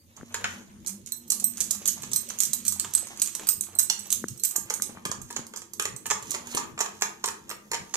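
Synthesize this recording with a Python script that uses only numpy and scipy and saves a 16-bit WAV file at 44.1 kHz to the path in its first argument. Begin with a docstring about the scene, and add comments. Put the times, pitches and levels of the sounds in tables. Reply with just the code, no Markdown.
"""Soft room noise and a wavering low hum, then a wire whisk beats thin batter in a glass bowl on stone.
Wires tick on the glass, ring briefly and chatter along the wall; many later strokes knock the bowl harder.
Blows and slips are noise bursts driving filters and decaying modes; batter is rising tones over a dull wash.
Pops, two rim clacks and one fast wire rattle join in. A small hard kitchen answers through decaying echoes,
heard close up by a two-port microphone."""
import sys
import numpy as np
from scipy import signal
from scipy.fft import rfft, irfft, next_fast_len
from scipy.io import wavfile
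from scipy.ndimage import uniform_filter1d, map_coordinates

SR = 44100
rng = np.random.default_rng(int(sys.argv[2]) if len(sys.argv) > 2 else 0)


def generate_wav(sig):
    """Save sig (samples, or channels by samples) to the path in sys.argv[1] as 16-bit PCM at SR."""
    pcm = np.round(np.clip(np.atleast_2d(sig).T, -1, 1) * 32767).astype(np.int16)
    wavfile.write(sys.argv[1], SR, pcm)


N = 351440

# room noise spectrum: (frequency [Hz], relative density [dB per Hz])
AIR_SPECTRUM = [(15, -62), (25, -36), (101, -5), (152, -7), (234, -7.5), (484, -14), (585, -16.5),
                (634, -50), (1540, -37.5), (8190, -32), (12600, -28.5), (15600, -39)]
# room noise likeness of the ports: (frequency [Hz], left-right correlation [-1..1])
AIR_LIKENESS = [(60, -0.071), (240, 0.87), (950, 0.065), (3770, 0.057), (15000, -0.21)]
AIR_DB = -54.5
# hum, three low tones then two dull bands: (centre [Hz], width of each resonator pass [Hz])
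HUM_BANDS = [(96.3, 11.8), (202.5, 19), (234.2, 14.3), (155, 36), (337.2, 43)]
# swell of the three low tones: (time [s], tone 1 [dB], tone 2 [dB], tone 3 [dB])
HUM_SWELL_DB = [(0.0, -57, -83, -70), (0.261, -60, -75, -54), (0.42, -45.5, -53, -58),
                (0.53, -51, -50, -51), (0.73, -74, -55, -54), (0.98, -60, -44, -72),
                (1.11, -68, -80, -56.5), (1.42, -61.5, -48.5, -53), (2.46, -66, -58.5, -58),
                (2.75, -51.5, -48.5, -52), (2.88, -58, -57.5, -56), (3.13, -68, -59, -64),
                (4.11, -60, -55.5, -71), (4.24, -54, -47.5, -50), (4.39, -71, -62.5, -73),
                (5.1, -58, -50.5, -54), (5.17, -64, -49, -72), (5.28, -67, -64, -54),
                (5.37, -57, -55, -46.5), (5.66, -70, -59, -64), (5.9, -50, -58, -65), (5.97, -65, -68, -60),
                (6.13, -58, -53, -73), (6.41, -66, -68, -51), (6.88, -62.5, -55.5, -63.5),
                (7.97, -75, -61.5, -61)]
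# the two dull bands: settled level of each [dB]
DULL_BANDS_DB = [-66.5, -62.5]

# stirring: (time [s], wire chatter on the glass [dB], batter slosh [dB]), before mix trims
STIRRING = [(0.0, -67.5, -71.5), (0.511, -40.5, -49), (0.69, -59, -62.5), (1.2, -60, -74),
            (1.4, -45.5, -59), (1.88, -43, -57.5), (3.46, -43.5, -59.5), (3.64, -55.5, -61),
            (4.06, -42, -61), (4.28, -49.5, -68), (4.7, -54, -57.5), (4.86, -48.5, -61), (5.17, -67, -66.5),
            (5.26, -51.5, -63), (5.68, -62, -70.5), (6.1, -55, -71), (6.3, -38, -55), (6.441, -48.5, -56.5),
            (6.52, -33.5, -53.5), (6.62, -52, -47), (6.75, -60, -84), (6.85, -47.5, -77),
            (7.611, -58.5, -67), (7.97, -48.5, -68)]
# wire blows: (time [s], tick [dB], wire ring re tick [dB], bowl knock re tick [dB]), before mix trims
WIRE_BLOWS = [(0.166, -30, -32, -39), (0.3436, -16, -38, -11), (.361, -33, -28.5, -8),
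              (0.4422, -18.5, -54, -8), (0.8468, -44, -28, -7), (0.863, -18.5, -17, -35),
              (.871, -15.5, -28, -46), (0.877, -22.5, 0, -31), (0.893, -23.5, -8, -23),
              (1.061, -26.5, -26, -35.5), (1.0725, -25.5, -29, -32), (1.0893, -33, -25, -27),
              (1.1201, -28.5, 18, -20), (1.278, -45.5, 10, -30), (1.3031, -9, -10, -65),
              (1.3199, -9.5, 1, -30), (1.3992, -16, -12, -52), (1.441, -27, 17, -40),
              (1.572, -23, -15, -49), (1.58, -26, -18, -45), (1.6047, -11, -8, -53),
              (1.6101, -12, -14, -47), (1.6405, -17, -24, -48), (1.709, -9, -11.5, -46),
              (1.749, -28, 3, -17), (1.857, -10.5, -21, -33), (1.876, -16, 10, -46), (1.884, -4, -18, -69),
              (2.021, -35, 7, -16), (2.0334, -18.5, -50.5, -20), (2.116, -20, -24, -27),
              (2.133, -11.5, -3, -45), (2.1606, -11, 3.5, -32.5), (2.2888, -28, 5.5, -34),
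              (2.302, -18, -35, -22), (2.3875, -19.5, -6, -34), (2.4032, -5.5, -2, -45),
              (2.423, -16, -8, -44), (2.4343, -11, -4, -40), (2.453, -16, -4, -55),
              (2.5327, -13.5, -1, -32), (2.652, -22, -3, -41), (2.665, -19.5, -3, -41),
              (2.68, -8, 0.5, -46), (2.7225, -17.5, -2.5, -29), (2.7974, -11, -6.5, -34),
              (2.8467, -26.5, -13, -6.5), (2.9369, -16, -6, -36), (2.95, -11, 1.5, -36),
              (2.977, -17, -13, -30), (3.07, -28.5, -10, -15), (3.162, -36, -29, -19),
              (3.174, -27, -16, -29), (3.198, -19.5, -16, -36), (3.218, -6.5, -3, -37),
              (3.2604, -19, -8.5, -35), (3.274, -17, -7, -37), (3.3508, -15.5, -7.5, -30.5),
              (3.3954, -28.5, -28, -8), (3.4702, -16, -6, -28), (3.4885, -7.5, 0.5, -33),
              (3.609, -19.5, 7, -26), (3.637, -25, -22, -34), (3.751, -38.5, 15, -44),
              (3.787, -19, 15, -56.5), (3.7946, -4, -8.5, -51), (3.9003, -5.5, -27, -25.5),
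              (3.9916, -38.5, 19, -45), (4, -32, -11, -38), (4.0668, -43, 11, -41), (4.1039, -13, -7, -54),
              (4.118, -17.5, 1, -47), (4.126, -7.5, -7.5, -38), (4.2839, -19.5, -10, -33),
              (4.3757, -47, 16, -38), (4.397, -32.5, 9, -48), (4.436, -12.5, -6, -54), (4.448, -12, 0, -55),
              (4.4524, -10, 1, -74), (4.51, -25.5, 5, -28), (4.557, -28, -15.5, -6), (4.561, -13, -1, -46),
              (4.7, -13.5, -13, -40), (4.704, -19, -25, -11), (4.739, -16.5, -10, -42),
              (4.8212, -8.5, -10.5, -32), (5.053, -16.5, -33, -11.5), (5.1152, -12, -33, -15.5),
              (5.2158, -31.5, -3.5, -19), (5.303, -34.5, -20, -4), (5.308, -24, -15, -13.5),
              (5.327, -25, -22, -29), (5.3639, -11.5, -35, -15), (5.467, -29.5, -7, -28),
              (5.537, -28, -38, -7.5), (5.5615, -18.5, -18, -24), (5.573, -22, -19, -24),
              (5.6187, -27.5, -34, -18), (5.735, -25.5, 0.5, -28), (5.797, -15, -21, -6.5),
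              (5.815, -28, -16, -28), (5.823, -16, -12, -49), (5.854, -13, -28, -13.5),
              (5.963, -25, -4, -30), (6.0573, -31, -20.5, -0.5), (6.0637, -23, -4, -28),
              (6.068, -22.5, -21, -15), (6.1019, -9, -56, -17.5), (6.109, -9.5, -47, -15),
              (6.116, -14.5, -49, -10), (6.2258, -29.5, -12, -13), (6.3075, -16, -3, -29),
              (6.317, -15, -53, -25.5), (6.3412, -22.5, -39, -8.5), (6.347, -19, -38, -10.5),
              (6.471, -28, -12, -13.5), (6.515, -36, -26, -26), (6.527, -38, -28.5, -12.5),
              (6.5486, -18, -9, -17.5), (6.567, -23, -21, -10), (6.572, -14, -20, -11.5),
              (6.578, -14.5, -33, -16), (6.7775, -38.5, -25, 6), (6.7904, -22, -18, -10),
              (6.805, -16.5, -22, -7), (6.8099, -9.5, -29, -13.5), (6.86, -32.5, -49, 0.5),
              (7.011, -30, -1, -11), (7.0208, -6, -31, -14), (7.2404, -14, -37, -9),
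              (7.2587, -16.5, -8, -27), (7.277, -17.5, -27, -14.5), (7.286, -20, -23, -9),
              (7.483, -48, -20, -4), (7.493, -26.5, 0.5, -11.5), (7.501, -26, -3, -7),
              (7.512, -30, -48, 0.5), (7.7154, -18.5, -27, -8.5), (7.734, -18, -39, -7.5),
              (7.744, -16, -41, -9.5), (7.927, -48, -31, -8), (7.9397, -11, -47.5, -19),
              (7.9413, -15.5, -51, -18), (7.9549, -13.5, -34, -17)]
# tick of wire on glass: (frequency [Hz], relative density [dB per Hz])
TICK_SPECTRUM = [(900, -106.5), (1040, -22), (2150, -18.5), (5340, -8), (6540, 4), (8200, -5.5),
                 (8920, -10.5), (12500, -18), (14300, -25.5), (14900, -29.5), (15600, -82)]
# glass under a wire, also the batter wash: (frequency [Hz], relative gain [dB])
THUD_SPECTRUM = [(150, -57), (400, -14.5), (900, -4), (1300, -4.5), (2500, -6), (4500, -15), (9000, -55.5)]
# the wires' own ring: (frequency [Hz], relative level [dB], t60 [s])
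WIRE_MODES = [(4075, -17, 0.033), (5910, -12, 0.053), (8080, 2.5, 0.038), (8340, 0.5, 0.023),
              (11450, -12.5, 0.094), (13500, -10.5, 0.056), (13500, -5.5, 0.073)]
# the bowl, damped by batter and hand: (frequency [Hz], relative level [dB], t60 [s])
BOWL_MODES = [(404, 2, 0.047), (449, 0.5, 0.033), (860, -10.5, 0.17), (922, -4, 0.15), (1025, 2, 0.038),
              (1159, 4, 0.045), (1247, -6.5, 0.27), (1683, 3, 0.038), (1822, -0.5, 0.022),
              (2490, 5.5, 0.016), (3347, 0.5, 0.023), (4390, 2.5, 0.015), (5400, 5, 0.037),
              (7180, 13.5, 0.04)]
# a freely ringing wire ticks brighter; a blow that knocks the bowl cracks lower; both scatter per blow
BRIGHT_DB, BRIGHT_DB_PER_RING_DB = 1, 0.3
CRACK_DB, CRACK_DB_PER_KNOCK_DB, SCATTER_DB = -4.5, 0.13, 2.5
SKID_LEAD_S = .003  # the skid starts just ahead of the blow
DAMPING_DB_PER_S = 360  # typical extra damping of a ring by the batter

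# kitchen reverberation: (frequency [Hz], t60 [s])
KITCHEN_T60 = [(300, 0.69), (800, 0.42), (2100, 0.36), (5500, 0.27), (14600, 0.25)]
# port imbalance: (frequency [Hz], left minus right [dB])
PORT_LEAN = [(60, 0), (180, 10), (380, 9.5), (800, -1), (1650, 5), (3440, -0.5), (5000, -3.5), (6800, -19),
             (8300, -10), (9700, -3.5), (12000, -11.5), (13600, -12.5), (15000, -9)]
LEFT_LAG_S, LAG_WANDER_S, LAG_SETTLES_S = 0.00016, 0.000284, 4.95

# batter pops: (time [s], level [dB], pitch [Hz], snap re low tone [dB]), before mix trims
BATTER_POPS = [(0.211, -38, 264, 21.5), (0.231, -25, 252, -1), (2.029, -43, 311, 1), (2.305, -37, 212, 24),
               (2.843, -47, 225, 32.5), (4.2406, -15, 298, 11.5), (4.582, -27, 298, -27),
               (4.7, -33, 410, -8), (4.799, -31.5, 229, 21.5), (4.894, -29, 230, -11.5),
               (4.973, -31, 186, 13.5), (5.06, -20, 184, -5), (5.097, -22, 178, -19),
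               (5.393, -23, 216, -10)]
# handle on rim: (time [s], level [dB])
RIM_CLACKS = [(.3426, -26), (.4428, -15)]
# rim clack spectrum: (frequency [Hz], relative density [dB per Hz])
RIM_SPECTRUM = [(300, -13), (900, -6), (1500, 8.5), (2600, -3), (3050, -4), (6000, -35)]
BUZZ_S, BUZZ_DB, BUZZ_RATE_HZ, BUZZ_T60_S = 3.8992, 2, 1445, .024
# wire rattle spectrum: (frequency [Hz], relative density [dB per Hz])
BUZZ_SPECTRUM = [(900, -30), (1400, -12), (3000, -4.5), (5800, 7), (7400, 4.5), (8200, -29)]
EDGE_HZ = 15795


def gain_of(db):
    """Amplitude ratio of a level in dB."""
    return 10 ** (np.asarray(db) / 20)


def evened(x):
    """Scale to unit RMS."""
    return x / np.sqrt(np.mean(x ** 2) + 1e-20)


def read(points, hz):
    """Interpolate a table on a log frequency axis."""
    f, value = np.transpose(points)
    return np.interp(np.log(hz + 1), np.log(f + 1), value)


def coloured(x, points, lo_hz=0, hi_hz=SR):
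    """Unit-energy causal filter, falling outside lo-hi: phase is the Hilbert transform of log gain."""
    hz = abs(np.fft.fftfreq(4096, 1 / SR)) + 1
    edges_db = 10 * np.log10((1 + (lo_hz / hz) ** 10) * (1 + (hz / hi_hz) ** 10))
    log_gain = np.log(gain_of(np.maximum(read(points, hz) - edges_db, -100)))
    response = np.exp(np.conj(signal.hilbert(log_gain)))
    taps = np.fft.ifft(response).real[:2048]
    return signal.oaconvolve(x, taps / np.linalg.norm(taps))[:N]


def resonate(x, hz, width_hz):
    """One resonance, scaled to keep the power of white noise."""
    r = np.exp(-np.pi * abs(width_hz) / SR)
    pole = r * np.exp(2j * np.pi * hz / SR)
    return signal.lfilter([np.sqrt(2 * (1 - r * r))], [1, -pole], x).imag


def air():
    """Soft room noise: random spectra partly shared by the ports, with drifting patches."""
    frames, hz = N // 256 + 5, np.fft.rfftfreq(1024, 1 / SR)
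    a, b, c, d, patches = rng.standard_normal((frames, 513, 5)).T
    patches = uniform_filter1d(patches, size=10, axis=0)  # over frequency
    patches = evened(uniform_filter1d(patches, size=14, axis=1))  # over time
    same = np.clip(read(AIR_LIKENESS, hz), -1, 1)[:, None]
    left = a + 1j * b
    right = same * left + np.sqrt(1 - same ** 2) * (c + 1j * d)
    spectra = np.array([left, right]) * gain_of(read(AIR_SPECTRUM, hz)[:, None] + 6.9 * patches)
    noise = signal.istft(spectra, nperseg=1024, noverlap=768)[1][:, :N]
    return gain_of(AIR_DB) * evened(noise)


def hum():
    """Resonated noise: low tones swell and fade separately, two dull bands rise in; ports fairly alike."""
    at, *tone_db = np.transpose(HUM_SWELL_DB)
    noise, t = rng.standard_normal((2, N)), np.arange(N) / SR
    noise[1] = 0.84 * noise[0] + 0.34 * noise[1]
    levels_db = [np.interp(t, at, db) for db in tone_db]
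    levels_db += [db - 12 * np.exp(-t / 0.55) for db in DULL_BANDS_DB]
    out = np.zeros((2, N))
    for (hz, width_hz), db in zip(HUM_BANDS, levels_db):
        band = resonate(resonate(noise, hz, width_hz), hz, width_hz)
        out += gain_of(db) * evened(band)
    return out


def chatter(per_s=1200, spread_db=8.5):
    """Wires skipping along glass: tiny slips of uneven size modulate rubbing noise."""
    slips = (rng.random(N) < per_s / SR) * gain_of(spread_db * np.minimum(rng.exponential(1, N), 4))
    t = np.arange(200) / SR
    decaying = signal.oaconvolve(slips, gain_of(-60 * t / 0.089))[:N]
    grip = 1.14 + evened(decaying)  # steady rub under the slips
    return evened(grip * rng.standard_normal(N))


def batter(stir, per_s=400, wash=0.67):
    """Thick bubbles and glugs: short rising tones of many sizes over a dull wash, in lumps."""
    sizes = (rng.random(N) < per_s / SR) * gain_of(5.5 * np.minimum(rng.exponential(1, N), 4))
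    kind, glugs = rng.integers(0, 12, N), np.zeros(N)
    for k, hz in enumerate(np.geomspace(300, 3000, 12)):
        u = np.arange(round(6 * SR / hz)) * hz / SR  # cycles
        glug = np.sin(2 * np.pi * u * (1 + 0.0052 * u)) * u * np.exp(-u / 0.5)
        glugs += signal.oaconvolve(sizes * (kind == k), glug)[:N]
    steps = np.arange(0, N / SR + 1, .035)
    lumps_db = np.interp(np.arange(N) / SR, steps, 7.1 * rng.standard_normal(len(steps)))
    texture = evened(glugs) + wash * coloured(rng.standard_normal(N), THUD_SPECTRUM)
    return stir * evened(gain_of(lumps_db)) * texture


def contacts(seconds, gains, landings, t60):
    """Several landings within milliseconds, each a rough burst that dies at once."""
    t = np.arange(900) / SR
    out = np.zeros(N + len(t))
    delay_s, strength = landings[:, :, :1], landings[:, :, 1:]
    since = t - delay_s
    shape = (strength * gain_of(-60 * abs(since) / t60) * np.clip(since / 0.00038, 0, 1)).sum(1)
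    bursts = shape * rng.choice([-1., 1.], shape.shape)
    for s, gain, burst in zip(seconds, gains, bursts):
        out[round(s * SR):][:len(t)] += gain * burst
    return out[:N]


def skid(seconds, gains, peak_s):
    """Skid envelope around each blow: pressure swells, then eases."""
    train, t = np.zeros(N), np.arange(6000) / SR
    np.add.at(train, np.round((seconds - SKID_LEAD_S) * SR).astype(int), gains)
    return signal.oaconvolve(train, t / peak_s * np.exp(1 - t / peak_s))[:N]


def rings(seconds, gains, modes, detune, uneven_db, rise_s):
    """Each blow sounds every mode as three beating, slightly detuned, uneven, variably damped partials."""
    t = np.arange(4000, dtype=np.float32) / SR
    hz, db, t60 = np.transpose(modes * 3)[:, :, None]
    decays = (gain_of(db - 60 * t / t60) * np.minimum(t / rise_s, 1)).astype(np.float32)
    out = np.zeros(N + len(t))
    chances = rng.standard_normal((len(seconds), 4, len(hz), 1)).clip(-2, 2)
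    for s, gain, chance in zip(seconds, gains, chances):
        off_pitch = 1 + detune * (chance[0] + chance[3, 0])  # per partial + per blow
        phase = (2 * np.pi * (hz * off_pitch * t + chance[1])).astype(np.float32)
        strengths = gain * gain_of(uneven_db * chance[2, :, 0])
        damping = gain_of(-DAMPING_DB_PER_S * chance[3, 1] ** 2 * t)
        out[round(s * SR):][:len(t)] += strengths @ (decays * np.sin(phase)) * damping
    return out[:N]


def whisk():
    """Blows and chatter excite a broad tick; blows ring the wires' and bowl's modes; stirring moves batter."""
    s, db, ring_db, knock_db = np.transpose(WIRE_BLOWS)
    # (delay [s], strength) of five wires, most of them light
    landings = rng.random((len(s), 5, 2)) ** [1, 2] * [.008, .4]
    landings[:, 0] = [0, 1]
    scatter_db = SCATTER_DB * rng.standard_normal((len(s), 2))
    bright_db = BRIGHT_DB + BRIGHT_DB_PER_RING_DB * ring_db + scatter_db[:, 0]
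    crack_db = CRACK_DB + CRACK_DB_PER_KNOCK_DB * knock_db + scatter_db[:, 1]
    at, drag_db, slosh_db = np.transpose(STIRRING)
    t, slips = np.arange(N) / SR, chatter()
    rub = gain_of(np.interp(t, at, drag_db)) * slips

    def struck(rel_db, t60):
        """Landing bursts plus the skid of slips around them."""
        gains = gain_of(db + rel_db)
        return contacts(s, gains, landings, t60) + gain_of(-21.0) * skid(s, gains, peak_s=0.0029) * slips

    tick = coloured(struck(2.4, 0.0057) + rub, TICK_SPECTRUM, lo_hz=4000, hi_hz=8370)
    tick += coloured(struck(bright_db, 0.013) + 0.53 * rub, TICK_SPECTRUM, lo_hz=9090)
    tick += coloured(struck(crack_db, 0.0022) + 0.26 * rub, TICK_SPECTRUM, hi_hz=3680)
    ring = rings(s, gain_of(db + ring_db - 13.0), WIRE_MODES, detune=0.00865, uneven_db=6.5, rise_s=0.0016)
    knock = rings(s, gain_of(db + knock_db - 14.5), BOWL_MODES, detune=0.015, uneven_db=4, rise_s=0.0021)
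    thud = coloured(struck(knock_db + 3, 0.0092), THUD_SPECTRUM)
    slosh = batter(gain_of(np.interp(t, at, slosh_db)))
    return gain_of(-2.5) * tick + ring + knock + thud + slosh


def kitchen(x):
    """Sparse random-sign echoes, each band dying at its own speed; they vary with port and whisk position."""
    taps = np.zeros((4, SR // 2))
    at = np.arange(80, SR // 2 - 10, 10) + rng.integers(0, 10, (4, (SR // 2 - 81) // 10))
    np.put_along_axis(taps, at, rng.choice([-1., 1.], at.shape), 1)
    hz, t, z = signal.stft(taps, SR, nperseg=128)
    decay = gain_of(-60 * t / read(KITCHEN_T60, hz)[:, None])
    tail = signal.istft(z * decay, SR, nperseg=128)[1]
    tail *= np.minimum(np.arange(tail.shape[1]) / SR / 0.0013, 1)  # onset ramp
    turn = 2 * np.pi * 2.3 * np.arange(N) / SR  # 2.3 turns per second
    places = x * np.array([np.cos(turn), np.cos(turn), np.sin(turn), np.sin(turn)])
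    heard = signal.fftconvolve(places, tail / np.linalg.norm(tail[0]), axes=1)[:, :N]
    return heard[:2] + heard[2:]


def ports(x):
    """Ports face different ways: the left gets less treble, later on average, by a wandering delay."""
    size = next_fast_len(N + 64)
    lean_db = read(PORT_LEAN, np.fft.rfftfreq(size, 1 / SR))
    port_gains = gain_of([np.minimum(lean_db, 0), -np.maximum(lean_db, 0)])
    left, right = irfft(rfft(x, size) * port_gains, size)[:, :N]
    t, steps = np.arange(N) / SR, np.arange(0, N / SR + 1, .13)
    span = np.clip((LAG_SETTLES_S - steps) / 0.32, .15, 1)  # wanders far less once settled
    wander_s = LAG_WANDER_S * rng.standard_normal(len(steps)) * span
    late = np.arange(N) - SR * (LEFT_LAG_S + np.interp(t, steps, wander_s))
    return np.array([map_coordinates(left, late[None], order=3), right])


def pops():
    """Batter pops and slaps: a few cycles of a fast-dying low pitch with a short, soft-edged snap."""
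    out, t = np.zeros(N + 900), np.arange(900) / SR
    for s, db, hz, snap_db in BATTER_POPS:
        low = np.sin(2 * np.pi * hz * t) * gain_of(-60 * t / 0.012) * np.minimum(t / 0.00093, 1)
        snap_shape = np.exp(-((t - .0013) / 0.00061) ** 2)
        snap = np.sin(2 * np.pi * 1450 * t) * gain_of(snap_db - 20) * snap_shape
        out[round(s * SR):][:len(t)] += gain_of(db + 2.0) * (low + snap)
    return signal.sosfilt(signal.butter(2, 130, "high", fs=SR, output="sos"), out[:N])


def rim():
    """The handle strikes the bare rim: a dry, broad clack that bounces a little."""
    s, db = np.transpose(RIM_CLACKS)
    bounces = rng.random((len(s), 5, 2)) * [.012, .5]  # (delay [s], strength)
    bounces[:, 0] = [0, 1]
    return coloured(contacts(s, gain_of(db), bounces, 0.015), RIM_SPECTRUM)


def buzz():
    """One wire rattles fast on the glass: seven evenly spaced rebounds dying within milliseconds."""
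    since, train = np.arange(7) / BUZZ_RATE_HZ, np.zeros(N)
    train[np.round((BUZZ_S + since) * SR).astype(int)] = gain_of(BUZZ_DB - 60 * since / BUZZ_T60_S)
    return coloured(train, BUZZ_SPECTRUM)


def scene():
    """Sum direct sound, kitchen echoes, pops stronger at the left, room noise and hum."""
    near, slaps = whisk() + rim() + buzz(), pops()
    tail = kitchen(near + 0.058 * slaps)
    bowl = gain_of(2.0) * ports(near + gain_of(-3.0) * tail)
    return bowl + slaps * gain_of([[3], [-4]]) + air() + hum()


def record(dry):
    """Peaks saturate softly; then the band limit."""
    band_limit = signal.firwin(255, EDGE_HZ, window=("kaiser", 9), fs=SR)
    return signal.oaconvolve(0.91 * np.tanh(dry), band_limit[None], "same")


dry = scene()
out = record(dry)
generate_wav(out)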